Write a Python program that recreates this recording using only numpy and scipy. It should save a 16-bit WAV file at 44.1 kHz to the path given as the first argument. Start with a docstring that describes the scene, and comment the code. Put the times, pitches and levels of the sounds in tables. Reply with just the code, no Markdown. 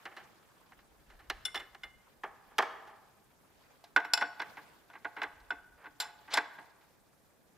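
"""Steel knocks on an engine head over a faint hush; a spanner clinks in the hand, a panel is struck,
then a socket wrench rings and scrapes on a cover, and an open garage answers with a tail.
Knocks are noise bursts through resonators, rings are sums of decaying sines, scrapes are swelling grit;
the tail is convolution with decaying noise. Hush, hands rubbing on parts and wind on the microphone
are shaped noise."""
import sys
import numpy as np
from scipy import signal
from scipy.fft import rfft, irfft, next_fast_len
from scipy.io import wavfile
from scipy.ndimage import uniform_filter1d

SR = 44100
rng = np.random.default_rng(int(sys.argv[2]) if len(sys.argv) > 2 else 0)


def linear_from_db(decibels):
    """Turn decibels (scalar or array-like) into linear amplitude factors; 0 gives 1."""
    return 10 ** (np.asarray(decibels, float) / 20)


def int16_out(signal):
    """Quantize to a 16-bit WAV file."""
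    q = np.round(np.clip(np.atleast_2d(signal).T, -1, 1) * 32767)
    wavfile.write(sys.argv[1], SR, q.astype(np.int16))


N = 333837


def rms_one(x):
    """Normalisation of mean power: scale to rms 1."""
    return x / np.sqrt(np.mean(x ** 2) + 1e-20)


def at_hz(points, hz):
    """Linear interpolation on a logarithmic frequency axis."""
    points = np.array(points)
    return np.interp(np.log(hz), np.log(points[:, 0]), points[:, 1])


def in_time(rows):
    """Linear interpolation of a curve in time."""
    s, value = np.transpose(rows)
    return np.interp(np.arange(N) / SR, s, value)


def band(x, low_hz, high_hz):
    """Causal Butterworth band-pass."""
    return signal.sosfilt(signal.butter(2, [low_hz, high_hz], "band", fs=SR, output="sos"), x)


def add(out, s, piece):
    """Superposition: mix a piece in at a time."""
    i = round(s * SR)
    out[i:i + len(piece)] += piece[:N - i]


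def contacts(rows, thud_db, glancing_loss=0):
    """Contact stiffness: a hard contact has more edge and tick, a soft one more thud."""
    levels = []
    for s, knock_db, hard, length in rows:
        edge_db = knock_db + hard
        # glancing_loss: thud lost per dB of hardness over 0
        this_thud_db = knock_db + thud_db - 0.18 * hard - glancing_loss * max(hard, 0)
        tick_db = edge_db - 12 + 0.3 * hard
        levels.append((s, edge_db, this_thud_db, knock_db, tick_db, length))
    return levels


def knocks(blows, resonances):
    """Source and filter: a short chatter, its higher bands dying sooner, excites the part's modes."""
    t, out = np.arange(SR // 8) / SR, np.zeros(N)
    # four bands: thud, knock, edge, tick
    edges_hz, rise_s = [220, 700, 2500, 6000, 14500], [0.004, 0.0013, 0.0013, 0.00021]
    lasting = [1.3, 1.276, 0.59, 0.42]      # factor on the chatter length
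    for s, edge_db, thud_db, knock_db, tick_db, length in blows:
        grains = rng.standard_normal(len(t)) * linear_from_db(3.4 * rng.standard_normal(len(t)))
        for k, db in enumerate([thud_db, knock_db, edge_db, tick_db]):
            low_hz, high_hz = edges_hz[k], edges_hz[k + 1]
            decay = np.exp(-(t / (max(length, .001) * lasting[k])) ** 1.01)
            shape = (1 - np.exp(-t / rise_s[k])) * decay
            tones = rfft(grains * np.sqrt(shape))
            # the chatter favours no pitch
            even = irfft(tones / np.abs(tones), len(t)) * np.sqrt(shape)
            burst = band(band(even, low_hz, high_hz), low_hz / 2, high_hz)
            add(out, s - .001, linear_from_db(db) * rms_one(burst) * np.sqrt(np.mean(shape ** 2)))
    body = linear_from_db(-8.0) * out
    sharpest = 12      # highest pitch-to-width ratio of a bolted part
    for k, (hz, width_hz, db) in enumerate(resonances):
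        r = np.exp(-np.pi * max(width_hz, hz / sharpest) / SR)
        zeros = [(1 - r * r) / 2, 0, (r * r - 1) / 2]
        poles = [1, -2 * r * np.cos(2 * np.pi * hz / SR), r * r]
        body += (-1) ** k * linear_from_db(db) * signal.lfilter(zeros, poles, out + 1e-18)
    return body


def head_knocks():
    """Forced vibration of the engine head: contacts excite its modes."""
    # contacts: t/s, knock level/dB, hardness (edge over knock)/dB, chatter length/s before band factors
    head_blows = [(.0538, -37.5, -4.5, 0.014), (.115, -50.5, -23, 0.016), (.166, -44, -3.5, 0.025),
                  (.7196, -46, -10, 0.0058), (.789, -54.5, -4, 0.007), (1.1006, -56, -3.5, 0.025),
                  (1.191, -56.5, -5, 0.034), (1.2993, -26.5, 3.5, .0076), (1.456, -46.5, 14, 0.012),
                  (1.545, -32.5, 0, 0.013), (1.5612, -39, 0.5, .014), (1.574, -60, 4, .0093),
                  (1.596, -43.5, -2.5, 0.02), (1.7473, -42, -1.5, .0053), (1.8354, -44, 0.5, 0.012)]
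    # modes of the head: f/Hz, least width/Hz, level/dB
    head_modes = [(363.4, 72, 2.5), (783, 51, 6), (1250, 580, -7), (1755, 40, 6), (2070, 250, -4),
                  (2904, 180, 4.5), (4100, 270, -3.5)]
    return knocks(contacts(head_blows, thud_db=-12), head_modes)


def panel_knocks():
    """Forced vibration of the panel: contacts excite its modes."""
    # contacts: t/s, knock level/dB, hardness (edge over knock)/dB, chatter length/s before band factors
    panel_blows = [(2.235, -33.5, -9, 0.011), (2.5095, -60.5, -14, 0.037), (2.583, -19, 2, 0.0093),
                   (2.6019, -20.5, -23, 0.0028), (2.6235, -29, -3, 0.0092), (2.8721, -55, -3, 0.043)]
    # modes of the panel: f/Hz, least width/Hz, level/dB
    panel_modes = [(419, 82, 2), (650, 40, 5.5), (818, 63, 9), (1215, 190, 6), (1718, 230, 0.5),
                   (2220, 67, 1.5), (3220, 83, -3)]
    return knocks(contacts(panel_blows, thud_db=-9), panel_modes)


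def cover_knocks():
    """Forced vibration of the cover, which glancing steel-on-steel contacts hardly move."""
    # contacts: t/s, knock level/dB, hardness (edge over knock)/dB, chatter length/s before band factors
    cover_blows = [(3.8402, -57, 9, 0.018), (3.9625, -16, -8.5, 0.0096), (4.0014, -31, -12.5, 0.0077),
                   (4.0468, -30, -11.5, 0.0071), (4.1355, -25.5, 8.5, 0.007), (4.1734, -31, -2, 0.011),
                   (4.2108, -23, -11.5, 0.013), (4.2234, -20.5, -17, 0.0038), (4.3956, -30.5, -13, 0.014),
                   (4.4177, -31, -5.5, 0.011), (4.57, -36.5, -13.5, 0.013), (4.9004, -47, -7, 0.006),
                   (4.9332, -47, -12, 0.025), (4.9542, -39, -20, 0.0073), (5.0469, -27.5, -15.5, 0.008),
                   (5.1671, -34, -23, 0.01), (5.1824, -38, -22, 0.02), (5.217, -23, -16, 0.0045),
                   (5.231, -26, -9, .011), (5.4004, -61.5, 5.5, 0.014), (5.5079, -33.5, -40, 0.012),
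                   (5.84, -44.5, -15, 0.012), (5.8631, -37.5, -38, 0.0062), (6.0008, -36.5, 8, 0.032),
                   (6.2772, -46, -17.5, 0.053), (6.337, -28.5, 1.5, .028), (6.3724, -15.5, -5.5, .009),
                   (6.3828, -20, -7, 0.0055), (6.5834, -40, -32, 0.0097), (6.8101, -57, -2, 0.0074)]
    # modes of the cover: f/Hz, least width/Hz, level/dB
    cover_modes = [(296.3, 17, 5.5), (447, 23, 5), (849, 27, -1), (1156, 87, 0.5), (1578, 33, 1.5),
                   (1654, 58, 4), (2032, 87, -6.5), (4034, 120, 3)]
    return knocks(contacts(cover_blows, thud_db=-18, glancing_loss=2.7), cover_modes)


def strikes(rows, top_db, top_share):
    """Modal excitation by hardness: levels of four ranges of modes, low to high, for each strike."""
    levels = []
    for s, ring_db, low_db, hard, freedom in rows:
        upper_db = ring_db + hard
        # the highest modes lie below the upper ones, less so for a hard strike
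        levels.append((s, low_db, ring_db, upper_db, upper_db + top_db + top_share * hard, freedom))
    return levels


def clinks(hits, anchors_hz, hz, modes, spread_db, pressed_db, pressed_s, twin):
    """Modal synthesis: the blow sets the balance, the grip damps. Rows: middle, lean to the left."""
    t, out = np.arange(SR * 2 // 5) / SR, np.zeros((2, N))
    level_db, t60 = np.transpose(modes)
    split_hz = rng.uniform(8.7, 65, len(hz))      # close mode pairs beat
    waves = np.sin(2 * np.pi * np.outer(hz, t))
    waves = waves + twin * np.sin(2 * np.pi * np.outer(hz + split_hz, t))
    early = 1 + linear_from_db(pressed_db) * np.exp(-t / pressed_s)      # most energy leaves while steel touches
    blocks = len(t) // 500 + 1
    for s, *blow_db, freedom in hits:
        balance_db = at_hz(list(zip(anchors_hz, blow_db)), hz) + spread_db * rng.standard_normal(len(hz))
        fade = np.exp(-np.log(1000) * np.outer(1 / (t60 * max(freedom, .05)), t))
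        # the moving hand makes each mode waver
        waver_db = 2.5 * rng.standard_normal((len(hz), blocks)) * np.minimum(1, np.arange(blocks) / 3)
        waver_db = uniform_filter1d(np.repeat(waver_db, 500, axis=1), size=400, axis=1)
        fade = fade * linear_from_db(waver_db)[:, :len(t)]
        # high modes beam in their own directions
        lean = 0.33 * np.sqrt(np.array(hz) / 5000) * rng.standard_normal(len(hz))
        weights = linear_from_db(level_db + balance_db) * [1 + 0 * lean, lean]
        onset = 1 - np.exp(-t / 0.0011)
        middle, side = weights @ (waves * fade) * early / early[0] * onset
        add(out[0], s - .001, middle)
        add(out[1], s - .001, side)
    return out


def spanner_rings():
    """Free vibration of the spanner, damped by the grip."""
    # strikes: t/s, ring level/dB, low-mode level/dB, hardness (upper modes over ring)/dB, factor on t60
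    spanner_blows = [(1.4536, -43.5, -33, 17.5, 0.79), (1.4824, -45, -41, -20, 0.6),
                     (1.5564, -41, -32, 8.5, 0.36), (1.5764, -38.5, -48, 3, 0.22),
                     (1.6013, -47.5, -35, 3, 0.5), (1.8347, -45.5, -35.5, 0, 0.91)]
    # mode pitches: f/Hz
    spanner_pitches = [1497, 2097, 2826, 2934, 3502, 5157, 7311, 7817, 8145, 9776, 14110]
    # each mode: level/dB, t60/s before the grip factor
    spanner_modes = [(-6, 0.11), (1, 0.61), (-17, 0.11), (-2.5, 0.38), (1.5, 0.21), (-5, 0.12), (1, 0.064),
                     (-20, 0.099), (-13.5, 0.76), (-1, 0.25), (-24, 0.049)]
    return clinks(strikes(spanner_blows, top_db=-17.5, top_share=0.3), [1520, 2190, 4060, 8900],
                  spanner_pitches, spanner_modes, spread_db=1.9, pressed_db=12.0, pressed_s=0.013, twin=0.36)


def wrench_rings():
    """Free vibration of the socket wrench, damped by the grip."""
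    # strikes: t/s, ring level/dB, low-mode level/dB, hardness (upper modes over ring)/dB, factor on t60
    wrench_blows = [(3.841, -72.5, -44.5, 8, .2), (3.963, -12, -36.5, -23.5, .47),
                    (3.999, -43.5, -32.5, -15, 0.52), (4.053, -41, -50.5, -12, 0.58),
                    (4.136, -22, -27, 3.5, 0.53), (4.176, -27, -34, -6, 0.49),
                    (4.224, -23.5, -28, -19, 0.64), (4.401, -23, -36.5, -22.5, 0.58),
                    (4.901, -46, -56, -26, 0.67), (5.053, -20.5, -29.5, -46, 0.32),
                    (5.166, -36.5, -47, -23, 1.2), (5.218, -24, -35, -21.5, 0.72),
                    (5.506, -22, -34, -20, 0.48), (5.858, -34, -46, -30.5, .6),
                    (6.002, -33.5, -32, 3.5, 1.34), (6.34, -32, -27, 7.5, 0.36),
                    (6.374, -20.5, -26.5, -11, 0.43), (6.589, -50.5, -40, -21, 0.46)]
    # mode pitches: f/Hz
    wrench_pitches = [702, 845, 937, 1475, 2080, 2562, 2940, 3462, 3930, 4510, 5250, 7325, 7810, 8120, 9278,
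                      9790, 11700, 14110]
    # each mode: level/dB, t60/s before the grip factor
    wrench_modes = [(-8.5, 0.64), (-9.5, 0.77), (-7.5, 0.24), (-6.5, 0.29), (-17.5, 0.46), (-14, 0.32),
                    (-10.5, 0.14), (-3.5, 0.18), (-8, .08), (-5.5, 0.06), (-2.5, 0.17), (2.5, 0.14),
                    (-14.5, .1), (-14, .12), (-8, 0.12), (-4.5, 0.11), (-13.5, .12), (-19.5, .1)]
    return clinks(strikes(wrench_blows, top_db=-10.5, top_share=0.84), [800, 1500, 4500, 9000],
                  wrench_pitches, wrench_modes, spread_db=3.0, pressed_db=8.0, pressed_s=0.017, twin=0.55)


def fitting_rings():
    """Free vibration of a small fitting jarred by the tools."""
    # jolts: t/s, low-mode level/dB, high-mode level/dB, factor on t60 (at least 0.05)
    jolts = [(1.4523, -33, -53, 0.2), (1.5535, -48, -63, 1), (1.836, -74, -80, 0.6),
             (3.8417, -68.5, -67, 0), (3.965, -52.5, -63, 0.3), (3.9994, -65, -80.5, 0.8),
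             (4.049, -56, -68, 0.6), (4.136, -26, -54.5, 0.4), (4.1744, -51.5, -60.5, 0.1),
             (4.2209, -54, -63, 0.24), (4.4002, -56, -84, 1), (5.5075, -66, -96, 0.75)]
    # mode pitches: f/Hz
    fitting_pitches = [5495, 10900, 12760, 13400]
    # each mode: level/dB, t60/s before the freedom factor
    fitting_modes = [(0.96, 0.21), (2, 0.19), (-1.5, .25), (0.5, .5)]
    # spread: chance in how a jolt shares out over the modes
    return clinks(jolts, [5500, 12000], fitting_pitches, fitting_modes,
                  spread_db=3, pressed_db=5.0, pressed_s=0.016, twin=0.35)


def scrapes():
    """Sliding friction: dense grit changes level as the wrench slides along metal before it seats."""
    # slides: start t/s, end t/s, final level/dB, swell/dB, upper edge f/Hz
    slides = [(5.775, 5.865, -57, 8.5, 2330), (6.302, 6.34, -34.5, 20, 5100),
              (6.345, 6.374, -47, -0.5, 5900), (4.885, 4.96, -63, 8, 2900)]
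    out = np.zeros(N)
    for start, end, final_db, swell_db, top_hz in slides:
        progress = np.linspace(0, 1, round((end - start) * SR))
        grit = rng.standard_normal(SR // 8) * linear_from_db(4.7 * rng.standard_normal(SR // 8))
        grit = rms_one(band(band(grit, 380, top_hz), 440, top_hz))[:len(progress)]
        swell = linear_from_db(final_db + swell_db * (progress - 1))
        add(out, start, grit * swell * np.minimum(1, 8 * np.sin(np.pi * progress)))
    return out


def ports(middle, lean):
    """Interaural-like cues: two microphone ports side by side differ in level and phase by frequency."""
    # port differences: f/Hz, left over right level/dB, left phase lead/rad
    port_differences = [(300, -3, 0), (1000, -1, -0.2), (4053, -1.1, -0.51), (7200, 2, -0.75),
                        (14000, -7, -0.17)]
    size = next_fast_len(N)
    hz = np.arange(1, size // 2 + 2) * SR / size
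    sides = np.array([[.5], [-.5]])
    phase = sides * at_hz(np.array(port_differences)[:, ::2], hz)
    response = linear_from_db(sides * at_hz(port_differences, hz)) * np.exp(1j * phase)
    return irfft(rfft(middle + 2 * sides * lean, size) * response, size)[:, :N]


def garage(x):
    """Diffuse reverberation: dense reflections as noise dying by band, partly common to both ports."""
    # reverberation time: f/Hz, t60/s
    decay_times = [(200, 0.97), (800, 1.17), (2000, 0.85), (5000, 0.53), (12000, 0.34)]
    t, tail = np.arange(SR) / SR, 0
    edges = 150 * 2 ** np.arange(0, 7.1, .5)
    for low, high in zip(edges, edges[1:]):
        decay = linear_from_db(-60 * t / at_hz(decay_times, np.sqrt(low * high)))
        tail = tail + band(rng.standard_normal((2, SR)), low, high) * decay
    first_wall_s = 0.0043
    tail = tail * (1 - np.exp(-(t / first_wall_s) ** 2))
    tail = tail + 0.44 * tail[::-1]      # the two ports hear partly the same reflections
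    tail = tail * np.sqrt(2 / np.sum(tail ** 2))
    return linear_from_db(-19) * signal.fftconvolve(tail, x[None], axes=1)[:, :N]


def drift(rate_hz):
    """First-order random process: slow chance of rms 1."""
    steps = rng.standard_normal(int(N / SR * 200) + 2)      # 200 steps a second
    r = np.exp(-2 * np.pi * rate_hz / 200)
    slow = rms_one(signal.lfilter([1], [1, -r], steps))
    return np.interp(np.arange(N) * 200 / SR, np.arange(len(steps)), slow)


def coloured(spectrum, patchy_db):
    """Partly coherent noise: half-octave stereo bands, each with its own flicker; rms 1."""
    # left-right likeness: f/Hz, correlation
    likeness = [(60, 0.13), (180, 0.099), (550, 0.5), (1650, 0.25), (5000, .2), (15000, 0.39)]
    out, edges = 0, 40 * 2 ** np.arange(0, 9.1, .5)
    white = rng.standard_normal((2, 2, N))
    for k, (low, high) in enumerate(zip(edges, edges[1:])):
        mid, side = band(white[k % 2], low, high)
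        hz = np.sqrt(low * high)
        alike = np.clip(at_hz(likeness, hz), 0, 1)
        gain = linear_from_db(at_hz(spectrum, hz) + patchy_db * drift(20))
        out = out + gain * (np.sqrt(1 + alike) * mid + np.sqrt(1 - alike) * side * [[1], [-1]])
    return rms_one(out)


def rubbing():
    """Friction noise of hands on parts: it flickers band by band, its level following their busyness."""
    # relative density before flicker: f/Hz, level/dB per Hz
    rub_spectrum = [(200, -7), (500, -5.5), (1000, -0.5), (2000, -9), (4000, -13), (8000, -24.5),
                    (15000, -22)]
    # busyness of the hands: t/s, level/dB before drift
    busyness = [(0, -63), (.3, -63), (.9, -70), (1.55, -65), (2.05, -71), (2.85, -66), (3.2, -73),
                (3.77, -64.5), (4.05, -73.5), (4.5, -59), (4.9, -68), (5.25, -65.5), (5.6, -73),
                (6.2, -63.5), (6.8, -68.5), (7.15, -77), (7.57, -75)]
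    level_db = in_time(busyness) + 2.0 * drift(3.0)
    return linear_from_db(level_db) * coloured(rub_spectrum, patchy_db=3.0)


def hush():
    """Ambient noise: the outdoor hush keeps a steady mean level and flickers band by band."""
    # relative density before flicker: f/Hz, level/dB per Hz
    hush_spectrum = [(24, -34), (40, -4.5), (133, 5), (596, -1), (825, -3.5), (1230, -19.5), (1540, -7),
                     (2670, -16.5), (11400, -16), (15800, -20.5)]
    return linear_from_db(-68) * coloured(hush_spectrum, patchy_db=2.0)


def wind():
    """Turbulent pressure: lumpy low-frequency noise on the ports, mostly common to both."""
    # gusts: t/s, level/dB before lumps
    gusts = [(0, -92), (.62, -89), (.8, -69), (1.05, -74), (1.15, -62.5), (1.25, -71), (1.36, -60),
             (1.45, -72), (1.8, -68.5), (2.05, -81), (3.37, -87), (3.94, -82), (4.62, -90), (5.2, -88),
             (5.4, -66.5), (5.62, -73), (5.97, -88), (7.57, -88)]
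    common, left, right = band(rng.standard_normal((3, N)), 27, 65)
    pressure = rms_one(common + 0.28 * np.array([left, right]))
    return linear_from_db(in_time(gusts) + 3.5 * drift(4.0)) * pressure


def scene():
    """Superposition of direct sound, reverberation and background noise."""
    panel = panel_knocks()
    rings, lean = spanner_rings() + wrench_rings() + fitting_rings()
    steel = head_knocks() + cover_knocks() + scrapes() + rings
    # the hollow under the panel feeds the garage more strongly
    near = ports(steel + panel, lean) + garage(steel + linear_from_db(4.5) * panel)
    left_over_right_db = -0.5
    air = (hush() + rubbing()) * linear_from_db(left_over_right_db * np.array([[.5], [-.5]]))
    return near + air + wind()


def band_limit(x):
    """A steep low-pass at the top of the band."""
    return signal.sosfilt(signal.butter(12, 16410, fs=SR, output="sos"), x)


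def record(dry):
    """Band limitation: a steep low-pass reaches 50 dB of loss at 16.4 kHz."""
    low_pass = signal.cheby2(10, 50, 16400, fs=SR, output="sos")
    mix = signal.sosfilt(low_pass, dry)
    return band_limit(mix)


dry = scene()
out = record(dry)
int16_out(out)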